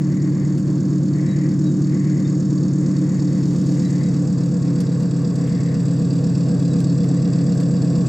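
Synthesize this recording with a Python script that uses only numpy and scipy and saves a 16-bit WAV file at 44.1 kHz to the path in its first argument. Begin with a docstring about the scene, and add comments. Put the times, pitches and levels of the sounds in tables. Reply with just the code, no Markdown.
"""A miniature diesel locomotive with a rider passes along a garden railway, easing off a little.
A looped diesel-engine sound, probably from its loudspeaker, booms, growls and rasps, repeating every
nine beats, with a bright metallic chuff on each. The tone shifts as we hear its front, side, then rear.
The wheels rumble on rough rails, scrape with their rims, tick, and squeak when they stick.
The open garden adds only a soft hush."""
import sys
import numpy as np
from scipy import signal
from scipy.fft import rfft, irfft
from scipy.io import wavfile
from scipy.ndimage import uniform_filter1d, map_coordinates

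SR = 44100
rng = np.random.default_rng(int(sys.argv[2]) if len(sys.argv) > 2 else 0)


def store_wav(level_fs):
    """Save 16-bit WAV to argv[1]."""
    pcm = np.round(np.clip(np.atleast_2d(level_fs), -1, 1) * 32767)
    wavfile.write(sys.argv[1], SR, pcm.T.astype(np.int16))


N = 356328
TIME = np.arange(N) / SR
FREQS = np.fft.rfftfreq(N, 1 / SR) + 1e-3
BEATS_PER_LOOP = 9


def undb(db):
    """Turn decibels into a number to multiply by."""
    return 10 ** (np.asarray(db) / 20)


def unit(x):
    """Scale a sound to an average strength (rms) of 1."""
    return x / np.sqrt(np.mean(x ** 2))


def colour(points, at=FREQS):
    """Join (frequency, dB) points into a filter curve."""
    where, db = np.transpose(points)
    return undb(np.interp(np.log(at), np.log(where), db))


def resonance(hz, width):
    """The filter curve of something that rings at one pitch."""
    return 1 / (1 + 1j * (FREQS / hz - hz / FREQS) * hz / width)


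def shape(x, response):
    """Pass a sound through a filter curve."""
    return irfft(rfft(x) * response, N)


def ring(x, modes):
    """Make a sound ring at several pitches."""
    return unit(shape(x, sum(undb(db) * resonance(hz, width) for hz, width, db in modes)))


def band(x, lo_hz, hi_hz):
    """Keep what lies between two frequencies."""
    return shape(x, 1 / (1 + (lo_hz / FREQS) ** 20) / (1 + (FREQS / hi_hz) ** 20))


def noise(side):
    """Stereo hiss; the larger side is, the less the two ears share."""
    mid, apart = rng.standard_normal((2, N))
    return np.array([mid + side * apart, mid - side * apart])


def pan(x, left_db):
    """Lean a sound to the left, or to the right if left_db is negative."""
    return x * undb(np.array([[left_db], [-left_db]]) / 2)


def walk(rate):
    """A smooth random wobble of size about 1 that changes about rate times a second."""
    return map_coordinates(rng.standard_normal(4096), [TIME * rate], order=2, mode="wrap")


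def swell(start, length):
    """A rounded rise and fall."""
    return np.sqrt(np.maximum(np.sin(np.pi * np.clip((TIME - start) / length, 0, 1)), 0))


# How fast the engine sound beats: t/s, beat rate/Hz
BEAT_RATE = [(0.0, 39.49), (1.0, 39.39), (2.2, 39.49), (3.0, 38.84), (4.0, 37.75), (5.0, 36.73),
             (5.7, 36.06), (6.3, 36.41), (7.2, 36.92), (8.08, 36.84)]


def beat_rate():
    """Beats per second at every moment."""
    return np.interp(TIME, *np.transpose(BEAT_RATE))


def passing(front_db, side_db, rear_db, throttle_db=0):
    """How loud a part is as the locomotive goes by; throttle_db is per extra beat a second of throttle."""
    side_on_s, turn_45_degrees_s = 3.8, 1.3
    cruise_hz, lead_s = 38.17, .4
    angle = np.arctan((TIME - side_on_s) / turn_45_degrees_s)
    facing_db = np.interp(angle, [-np.pi / 2, 0, np.pi / 2], [front_db, side_db, rear_db])
    speed = beat_rate()
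    acceleration = uniform_filter1d(np.gradient(speed) * SR, SR // 2)
    throttle = speed - cruise_hz + lead_s * acceleration  # the throttle moves before the speed does
    return undb(facing_db + throttle_db * throttle)


# The loop's strong tones: f/multiples of the loop rate, relative level/dB
STRONG_TONES = [(26, -40.2), (27, -40.4), (29, -39.3), (31, -33.8), (32, -37.2), (33, -23.3), (34, -39.0),
                (35, -30.2), (36, -40.1), (38, -37.6), (41, -31.1), (42, -22.7), (43, -30.9), (44, -32.2),
                (46, -35.5), (47, -38.9), (49, -33.0), (55, -40.0), (60, -39.3), (61, -40.8), (65, -40.1),
                (66, -39.0), (68, -34.6), (69, -33.0), (70, -34.1), (71, -38.0), (75, -38.1), (78, -43.8),
                (83, -47.3), (119, -43.5)]
# The outline of the weak tones between them: f/multiples of the loop rate, relative level/dB
WEAK_TONES = [(10, -90), (18, -61), (24, -52), (30, -45), (38, -42), (52, -41), (58, -47), (73, -46),
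              (84, -52), (100, -55), (116, -53), (135, -58), (165, -65), (220, -80)]
# How far the loop dips between beats, one value a beat: relative depth/0 to 1
BEAT_DIPS = [.95, .9, .65, .85, .95, .7, .65, .6, 1]


def one_loop(lo, hi, dip, dip_at, rounds, size=4096):
    """One turn of the loop's tones from multiple lo to hi, bunched into nine throbs."""
    multiples = np.arange(size // 2 + 1)
    gain = colour(WEAK_TONES, np.maximum(multiples, 1))
    for multiple, db in STRONG_TONES:
        gain[round(multiple)] = undb(db)
    gain *= (multiples >= lo) * (multiples < hi)
    beat = np.arange(size) / size * BEATS_PER_LOOP - dip_at
    depth = dip * np.interp(beat, np.arange(BEATS_PER_LOOP), BEAT_DIPS, period=BEATS_PER_LOOP)
    throb = 1 - np.minimum(depth, 1) * np.cos(np.pi * beat) ** 4
    wave = rng.standard_normal(size)
    for _ in range(rounds):  # more rounds make the throbs more even
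        loudness = np.abs(signal.hilbert(wave))
        slow_power = uniform_filter1d(loudness ** 2, size // 4, mode="wrap")
        wave = wave * np.sqrt(throb / loudness / slow_power)  # nudge it towards the throb
        wave = irfft(gain * np.exp(1j * np.angle(rfft(wave))))  # give each tone its level back
    return unit(wave)


# Where the rasp rings: f/Hz, width/Hz, relative level/dB
RASP_RINGS = [(602, 58, -5), (655.5, 39, 0.5), (713, 33, -2), (1102, 36, -2), (1560, 180, -12.5)]


def engine_loop(beats, flutter_beats=0.0063, waver_db=1.54, spread=.1):
    """A looped diesel-engine sound, probably from the model's loudspeaker, booms, growls and rasps."""
    position = (beats + flutter_beats * walk(25)) / BEATS_PER_LOOP % 1
    loops = [one_loop(10, 56, dip=1.05, dip_at=.09, rounds=40),
             one_loop(56, 88, dip=.9, dip_at=.4, rounds=3),
             one_loop(88, 134, dip=.35, dip_at=.09, rounds=50),
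             one_loop(134, 220, dip=.4, dip_at=.09, rounds=40)]
    boom, hum, growl, buzz = (np.interp(position, np.linspace(0, 1, len(w) + 1), np.append(w, w[0]))
                              for w in loops)
    upper_boom = band(boom, 155, 400)
    deep_boom = unit(boom - upper_boom) * passing(-24, -21.5, -19.5, throttle_db=1.8)
    upper_boom = unit(upper_boom) * passing(-26, -19.5, -17, throttle_db=1.3)
    hum = hum * passing(-31.5, -23, -22.5, throttle_db=3)
    growl = unit(shape(growl, resonance(hz=485, width=90))) * passing(-46.5, -40.5, -36, throttle_db=-.8)
    hiss = unit(band(rng.standard_normal(N), 440, 2000))
    rasp = ring(0.67 * buzz + hiss, RASP_RINGS) * passing(-61.5, -52, -40, throttle_db=.54)
    low = deep_boom + upper_boom + hum * undb(waver_db * walk(30))
    high = (growl + rasp) * undb(waver_db * walk(30))
    side = spread * shape(low + high, 1j)  # one ear hears it slightly sooner
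    return low + pan(high, left_db=-4) + np.array([side, -side])


# How strong each of the nine chuffs is: extra level/dB
CHUFF_ACCENTS = [-1.5, -0.5, -1.5, -4.5, 1.5, -2, -0.5, -7, 2.5]
# The tone of a chuff's hiss: f/Hz, relative level/dB
CHUFF_TONE = [(1500, -25.5), (2500, 3.5), (3100, -4.5), (3800, 3), (7900, 4), (8400, -12), (10000, -18),
              (15000, -29)]
# Where a chuff rings, heard from the front: f/Hz, width/Hz, relative level/dB
FRONT_RINGS = [(3810, 120, -8.5), (4613, 110, 3), (5100, 100, -5), (5330, 110, 2), (5670, 220, -4),
               (6150, 220, -0.5), (6560, 120, -4), (6734, 170, 5.5), (7000, 180, -7.5), (7340, 150, -8)]
# Where it rings, heard from the rear: f/Hz, width/Hz, relative level/dB
REAR_RINGS = [(2608, 32, -7), (2804, 84, -5.5), (3474, 130, -7), (3840, 120, -9), (4120, 25, -5.5),
              (4530, 81, -7.5), (4770, 180, -1), (5260, 240, -5), (5700, 59, -8), (6000, 160, -9.5),
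              (7030, 700, -11.5), (7260, 130, -10.5), (7650, 200, -1.5), (9000, 910, -8.5)]


def chuffs(beats, peak_at=0.91, skew=0.15, depth_db=8):
    """A gritty burst on every beat, quick to rise and slower to fade, with a bright metallic ring."""
    phase = beats - peak_at
    accent_db = np.interp(phase, np.arange(BEATS_PER_LOOP), CHUFF_ACCENTS, period=BEATS_PER_LOOP)
    burst = np.cos(np.pi * (phase + skew * np.cos(np.pi * phase) ** 2)) ** 2
    grit_db = .5 * walk(45) + np.repeat(rng.standard_normal(N // 32 + 1), 32)[:N]
    loudness = undb(burst * (depth_db + accent_db) + grit_db)
    rattle = shape(noise(side=0.14) * loudness, colour(CHUFF_TONE))
    treble = band(rattle, 6000, 20000)
    brightness = undb(1.3 * walk(90))  # no two bursts are equally bright
    rattle = treble * brightness + (rattle - treble) / brightness
    front = ring(rattle, FRONT_RINGS) * passing(-53.5, -45.5, -62.5, throttle_db=1.6)
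    rear = ring(rattle, REAR_RINGS) * passing(-67, -52, -42.5, throttle_db=.32)
    return pan(front + rear, left_db=-1.5)


# The tone of the rolling wheels: f/Hz, relative level/dB
RUMBLE_TONE = [(25, -22.5), (50, -9.5), (66, 11), (85, 11.5), (140, 20.5), (300, 17), (390, 13), (600, 4.5),
               (780, -3), (980, -2.5), (1120, 0), (1300, -7), (1700, -5.5), (3000, -25), (9000, -36)]


def wheel_rumble(uneven_db=1.0, bass_blend=.25):
    """Steel wheels rumble over slightly rough rails."""
    rumble = shape(noise(side=0.37) * undb(uneven_db * walk(35)), colour(RUMBLE_TONE))
    bass = band(rumble, 10, 600)
    rumble += bass_blend * (bass.mean(axis=0) - bass)  # the bass is more alike in both ears
    rumble /= np.std(band(rumble, 800, 1500))  # the middle pitches set the level
    return rumble * passing(-51.5, -50, -50)


# The tone of the garden's hush: f/Hz, relative level/dB
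GARDEN_TONE = [(25, -2.5), (200, -2), (1000, -12.5), (3000, -11), (8000, -15), (11000, -23.5),
               (15500, -33.5)]


def garden(level_db=-57, breeze_db=2.5):
    """A soft outdoor hush rises and falls with the breeze."""
    hush = unit(shape(noise(side=0.29), colour(GARDEN_TONE)))
    return hush * undb(level_db + breeze_db * walk(1.6))


# When the wheel rims rub: t/s, length/s, level/dB
RIM_RUBS = [(-.1, 0.71, -54), (1.115, 0.46, -48.5), (1.835, 0.53, -51), (2.7, 0.9, -55), (3.707, 0.5, -51),
            (4.6, .4, -57.5), (5.362, 0.48, -52), (7.02, 0.56, -57)]


def wheel_scrapes(ring_hz=1923, judder_db=2.0):
    """The rims that keep the wheels on the track rub the rail and make the wheels ring."""
    rub = noise(side=0.82) * undb(judder_db * walk(70))
    ringing = unit(shape(rub, resonance(ring_hz, width=470) ** 2))
    loudness = sum(swell(start, length) * undb(db) for start, length, db in RIM_RUBS)
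    return pan(ringing * loudness, left_db=12)


# Each tick: t/s, relative level/dB, fade time/s, level of its knock against the tick/dB
TRACK_TICKS = [(.58, -48, 0.016, 3), (2.2, -51, .012, -10), (2.985, -43, .002, -13),
               (4.458, -49, 0.0045, -13), (4.803, -36.5, 0.0089, -2), (5.021, -47, .008, -6),
               (5.357, -41, .003, -13), (5.475, -53.5, .015, 17), (6.804, -32.5, 0.0015, -1),
               (7.042, -46, 0.0036, 14.5), (7.549, -43, 0.0025, -1), (7.601, -45, 0.016, 5)]
# The tone of a tick's crack: f/Hz, relative level/dB
CRACK_TONE = [(1500, -15), (4500, 1), (8500, 3.5), (10500, -11), (12500, -10.5), (14000, -15.5),
              (15500, -18.5)]


def track_ticks(knock_hz=1500, gain_db=3, tail_db=-17, tail_s=.02):
    """Wheels and track give bright cracks with a faint rustling tail, some over a duller knock."""
    crack_level, knock_level = np.zeros((2, N))
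    for start, db, fade_s, knock_db in TRACK_TICKS:
        age = np.abs(TIME - start)
        strength = (TIME >= start) * undb(db + gain_db)
        fade = strength * (np.exp(-age / fade_s) + undb(tail_db) * np.exp(-age / tail_s))
        crack_level += fade
        knock_level += fade * undb(knock_db)
    cracks = shape(noise(side=.4) * crack_level, colour(CRACK_TONE))
    knocks = shape(noise(side=.4) * knock_level, resonance(knock_hz, width=2600) ** 2)
    return cracks + knocks


# Each squeak: t/s, length/s, starting f/Hz, relative level/dB
WHEEL_SQUEAKS = [(1.135, 0.038, 4400, -52), (1.269, 0.086, 3910, -46), (1.625, .09, 3890, -50),
                 (2.247, 0.024, 3660, -45), (3.82, 0.085, 3980, -47.5), (4.002, 0.12, 3900, -53),
                 (6.684, .08, 3900, -49), (6.87, 0.059, 4410, -45)]


def wheel_squeaks(sag_hz_per_s=900, gain_db=-1.0):
    """Now and then a wheel sticks and sings roughly for a moment, sagging in pitch."""
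    wobble_hz, judder_db = 28 * walk(300), 3 * walk(150)
    squeaks = np.zeros(N)
    for start, length, start_hz, db in WHEEL_SQUEAKS:
        hz = start_hz - sag_hz_per_s * np.clip(TIME - start, 0, length) + wobble_hz
        tone = np.sin(2 * np.pi * np.cumsum(hz) / SR)
        squeaks += tone * swell(start, length) ** 2 * undb(db + gain_db)
    return squeaks * undb(judder_db)


def scene():
    """Engine sound and wheels in the garden; loop and chuffs follow the same count of beats."""
    beats = np.cumsum(beat_rate()) / SR
    engine_sound = engine_loop(beats) + chuffs(beats)
    return engine_sound + wheel_rumble() + garden() + wheel_scrapes() + track_ticks() + wheel_squeaks()


def record(dry):
    """Cut away the very highest treble."""
    top_hz = 15700
    return signal.sosfilt(signal.ellip(8, .2, 70, top_hz, fs=SR, output="sos"), dry)


dry = scene()
out = record(dry)
store_wav(out)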